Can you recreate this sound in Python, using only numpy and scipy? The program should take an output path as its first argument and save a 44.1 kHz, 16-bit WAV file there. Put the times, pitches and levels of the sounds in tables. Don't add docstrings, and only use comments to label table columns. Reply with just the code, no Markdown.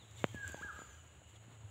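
import sys
import numpy as np
from scipy import signal
from scipy.fft import rfft, irfft
from scipy.io import wavfile
from scipy.ndimage import uniform_filter1d

SR = 44100
rng = np.random.default_rng(int(sys.argv[2]) if len(sys.argv) > 2 else 0)


def dump(signal):
    limited = np.clip(np.atleast_2d(signal).T, -1, 1)
    pcm = np.round(limited * 32767).astype(np.int16)
    wavfile.write(sys.argv[1], SR, pcm)


N = 74970
T = np.arange(N) / SR
HZ = np.fft.rfftfreq(N, 1 / SR)
PULSE_HZ = abs(np.fft.fftfreq(2 ** 12, 1 / SR))


def peacock(field_db=-7):
    # time in seconds, pitch in Hz, level in dB.
    hoot = [(.315, 1785, -75), (.345, 1730, -61), (.365, 1674, -50), (.41, 1643, -48.5), (.45, 1582, -43),
            (.462, 1516, -61.5), (.475, 1503, -50)]
    # time in seconds, pitch in Hz, level in dB.
    wail = [(.55, 1020, -73), (.58, 828.8, -59), (.603, 831, -61.5), (.615, 1110, -61), (.624, 1300, -48),
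            (.633, 1688, -44.5), (.66, 1604, -46.5), (.68, 1583, -52), (.695, 1436, -46.5),
            (.71, 1240, -49), (.722, 1166, -64)]
    voice = call(hoot) + call(wail)
    return voice + tree_echoes(voice) + amp(field_db) * field(voice)


def call(points, jitter=0.0065, shimmer_db=1):
    s, pitch_hz, db = np.transpose(points)
    glide_hz = uniform_filter1d(np.interp(T, s, pitch_hz), size=250)
    hz = glide_hz * (1 + jitter * drift(72))
    envelope_db = np.interp(T, s, db, left=-140, right=-140)
    return amp(envelope_db + shimmer_db * drift(60)) * tone(hz)


def tree_echoes(x, spread_s=0.014):
    # delay in seconds, level in dB.
    echoes = [(0.063, -6.5), (.1, -9.5), (0.148, -14.5), (.29, -23)]
    taps = np.zeros(N)
    for delay_s, db in echoes:
        burst = rng.standard_normal(N) * gaussian(T - delay_s, spread_s)
        taps += amp(db) * burst / np.linalg.norm(burst)
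    return signal.fftconvolve(x, taps)[:N]


def field(x, t60_s=1.04, build_s=0.0094):
    taps = rng.standard_normal(N) * (1 - np.exp(-T / build_s)) * amp(-60 * T / t60_s)
    return signal.fftconvolve(x, taps / np.linalg.norm(taps))[:N]


def knocks(hollow_db=5.5, hollow_octaves=0.31, bass_hz=388):
    # start in seconds, level in dB, low-pass corner and ring centre in Hz, bass shelf in dB.
    bumps = [(.2423, -1.5, 12000, -0.5), (0.2512, -28.5, 9000, -4), (0.3456, -17.5, 236, 2),
             (0.4971, -27, 380, 10), (0.5447, -18.5, 713, -3.5), (.6125, -26.5, 450, 8),
             (.647, -28, 306, 3.5), (0.791, -26, 1130, 0), (.819, -26.5, 987, -1), (1.218, -38.5, 710, -4),
             (1.481, -33, 231, 5.5)]
    # frequency in Hz, gain in dB.
    body = [(30, -64), (70, -13.5), (150, 1), (300, -1.5), (620, -2), (830, -9), (2000, -12.5), (3200, -19),
            (4000, -28), (5200, -54), (7000, -29.5), (9000, -58), (16000, -51)]
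    out = np.zeros(N)
    for s, db, corner_hz, bass_db in bumps:
        ring_db = hollow_db * gaussian(np.log2((PULSE_HZ + 1) / corner_hz), hollow_octaves)
        shelf_db = bass_db / (1 + (PULSE_HZ / bass_hz) ** 4)
        gain = colour(body, PULSE_HZ) * amp(ring_db + shelf_db)
        add(out, s, amp(db) * impact(gain, corner_hz))
    return out


def ticks():
    # start in seconds, level in dB, low-pass corner in Hz.
    contacts = [(0.176, -41, 9000), (.345, -41, 10000), (.352, -37.5, 12000), (.4783, -23.5, 3480),
                (0.493, -32, 5000), (0.5207, -30, 15000)]
    # frequency in Hz, gain in dB.
    spectrum = [(200, -26), (1500, -15), (3300, -31), (5200, -22), (6400, -9.5), (7400, 6), (8500, -11),
                (12000, -17), (16000, -15)]
    out = np.zeros(N)
    for s, db, corner_hz in contacts:
        add(out, s, amp(db) * impact(colour(spectrum, PULSE_HZ), corner_hz))
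    return out


def impact(gain, corner_hz):
    dulled = gain / np.sqrt(1 + (PULSE_HZ / corner_hz) ** 2)
    minimum_phase = np.exp(np.conj(signal.hilbert(np.log(dulled + 1e-5))))
    pulse = np.fft.ifft(minimum_phase).real[:len(gain) // 2]
    return -pulse / np.linalg.norm(pulse)


def sways(sigma_s=0.013):
    # centre in seconds, peak level in dB, pitch in Hz.
    throbs = [(0.316, -49, 102.5), (0.359, -48, 85), (0.469, -43.5, 92), (0.518, -48.5, 80),
              (0.659, -52.5, 75.6), (0.756, -50.5, 80), (.9, -50, 73.9), (1.181, -53, 80),
              (1.271, -56, 80.4), (1.654, -47, 103)]
    return sum(amp(db) * gaussian(T - s, sigma_s) * np.cos(2 * np.pi * hz * (T - s))
               for s, db, hz in throbs)


def hand_rustle(grains_per_s=12000, spread_db=2.2):
    # time in seconds, level in dB.
    envelope = [(0, -72.5), (.14, -67), (.2, -58.5), (.3, -61), (.35, -60.5), (.4, -65.5), (.49, -54.5),
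                (.54, -61.5), (.62, -59), (.7, -65.5), (.8, -61), (1.05, -71.5), (1.22, -91), (1.3, -64),
                (1.37, -83), (1.42, -99), (1.7, -105)]
    # frequency in Hz, gain in dB.
    spectrum = [(100, -6), (250, 7.5), (600, 4), (1500, 0), (3300, 4), (5200, -14), (7200, 5.5),
                (8500, -10), (12000, -17.5), (16000, -11.5)]
    strengths = rng.standard_normal(N) * amp(spread_db * np.minimum(rng.exponential(1, N), 4))
    grains = strengths * (rng.random(N) < grains_per_s / SR)
    return level(envelope) * unit(irfft(rfft(grains) * colour(spectrum, HZ), N))


def leaf_brushes():
    # centre in seconds, sigma in seconds, peak level in dB.
    touches = [(.112, 0.0013, -59), (.19, 0.013, -60), (1.363, 0.0059, -64.5)]
    # frequency in Hz, gain in dB.
    spectrum = [(500, -24), (2000, -8), (3400, 8), (5200, -15), (7200, 1), (9000, -10), (16000, -26)]
    envelope = sum(amp(db) * gaussian(T - s, sigma_s) for s, sigma_s, db in touches)
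    return envelope * noise(colour(spectrum, HZ))


def small_birds(waver=0.00785, field_db=-3.5):
    # start in seconds, length in seconds, first pitch in Hz, last pitch in Hz, level in dB.
    whistles = [(-.01, 0.056, 4200, 3210, -65), (0.044, 0.085, 4000, 3684, -73),
                (.16, .03, 7400, 6980, -63.5), (.17, 0.049, 3880, 3440, -66.5),
                (.195, .04, 2250, 2107, -63), (.24, .1, 3214, 3160, -69), (.415, .05, 7500, 7460, -62.5),
                (.49, .075, 7000, 6350, -63.5), (.55, .06, 6400, 5860, -75),
                (0.455, 0.137, 4680, 4660, -77.5), (.745, .035, 7400, 7600, -65.5),
                (.78, .07, 7080, 6950, -58.5), (.85, .105, 6950, 5860, -71),
                (0.775, 0.091, 4656, 4730, -79), (0.965, .05, 3046, 2953, -70.5),
                (1.033, 0.116, 3010, 2830, -81), (1.23, .1, 2800, 3036, -74)]
    out = np.zeros(N)
    for start_s, length_s, first_hz, last_hz, db in whistles:
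        progress = np.clip((T - start_s) / length_s, 0, 1)
        hz = (first_hz + (last_hz - first_hz) * progress) * (1 + waver * drift(108))
        out += amp(db) * np.sqrt(abs(np.sin(np.pi * progress))) * tone(hz)
    return out + amp(field_db) * field(out)


def insects(flutter_db=1.0):
    # centre in Hz, sigma in Hz, level in dB.
    bands = [(6860, 175, -73.5), (7540, 470, -75.5), (2880, 260, -78), (9700, 460, -87.5)]
    return sum(amp(db + flutter_db * drift(37)) * noise(gaussian(HZ - hz, sigma_hz))
               for hz, sigma_hz, db in bands)


def low_hum(pitch_hz=110.5, waver=0.044):
    # time in seconds, level in dB.
    envelope = [(0, -70.5), (.12, -59), (.23, -51.5), (.29, -60), (.34, -52.5), (.45, -67), (1.2, -72.5),
                (1.37, -59.5), (1.6, -58.5), (1.7, -58.5)]
    return level(envelope) * tone(pitch_hz * (1 + waver * drift(22)))


def rumble(centre_hz=80.6, half_width_hz=4.7, db=-64.5):
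    return amp(db) * noise(1 / (1 + ((HZ - centre_hz) / half_width_hz) ** 4))


def open_air(db=-64.5, swell_db=1.45):
    # frequency in Hz, gain in dB.
    spectrum = [(20, -17), (45, 0), (130, 11.5), (220, 1), (600, -0.5), (1000, -3), (2000, -6.5),
                (3000, -9.5), (4000, -11.5), (5200, -27.5), (7000, -14), (9800, -26), (12500, -32),
                (16000, -23)]
    return amp(db + swell_db * drift(12.4)) * noise(colour(spectrum, HZ))


def amp(db):
    return 10 ** (np.asarray(db) / 20)


def unit(x):
    return x / np.sqrt(np.mean(x ** 2) + 1e-20)


def gaussian(offset, sigma):
    return np.exp(-.5 * (offset / sigma) ** 2)


def colour(points, hz):
    points_hz, db = np.transpose(points)
    return amp(np.interp(np.log(hz + 1), np.log(points_hz), db))


def level(points):
    return amp(np.interp(T, *np.transpose(points)))


def noise(gain):
    return unit(irfft(rfft(rng.standard_normal(N)) * gain, N))


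def drift(rate_hz):
    return noise(1 / (1 + (HZ / rate_hz) ** 4))


def tone(hz):
    return np.sqrt(2) * np.sin(2 * np.pi * np.cumsum(hz) / SR)


def add(mix, start_s, sound):
    part = mix[max(round(start_s * SR), 0):][:len(sound)]
    part += sound[:len(part)]


def scene():
    wildlife = peacock() + small_birds() + insects()
    handling = hand_rustle() + leaf_brushes() + knocks() + ticks() + sways()
    background = open_air() + rumble() + low_hum()
    return (wildlife + handling + background)[None]


def record(dry, cutoff_hz=15750):
    lowpass = signal.firwin(511, cutoff_hz, window=("kaiser", 9), fs=SR)
    return signal.oaconvolve(dry, lowpass[None], "same")


dry = scene()
out = record(dry)
dump(out)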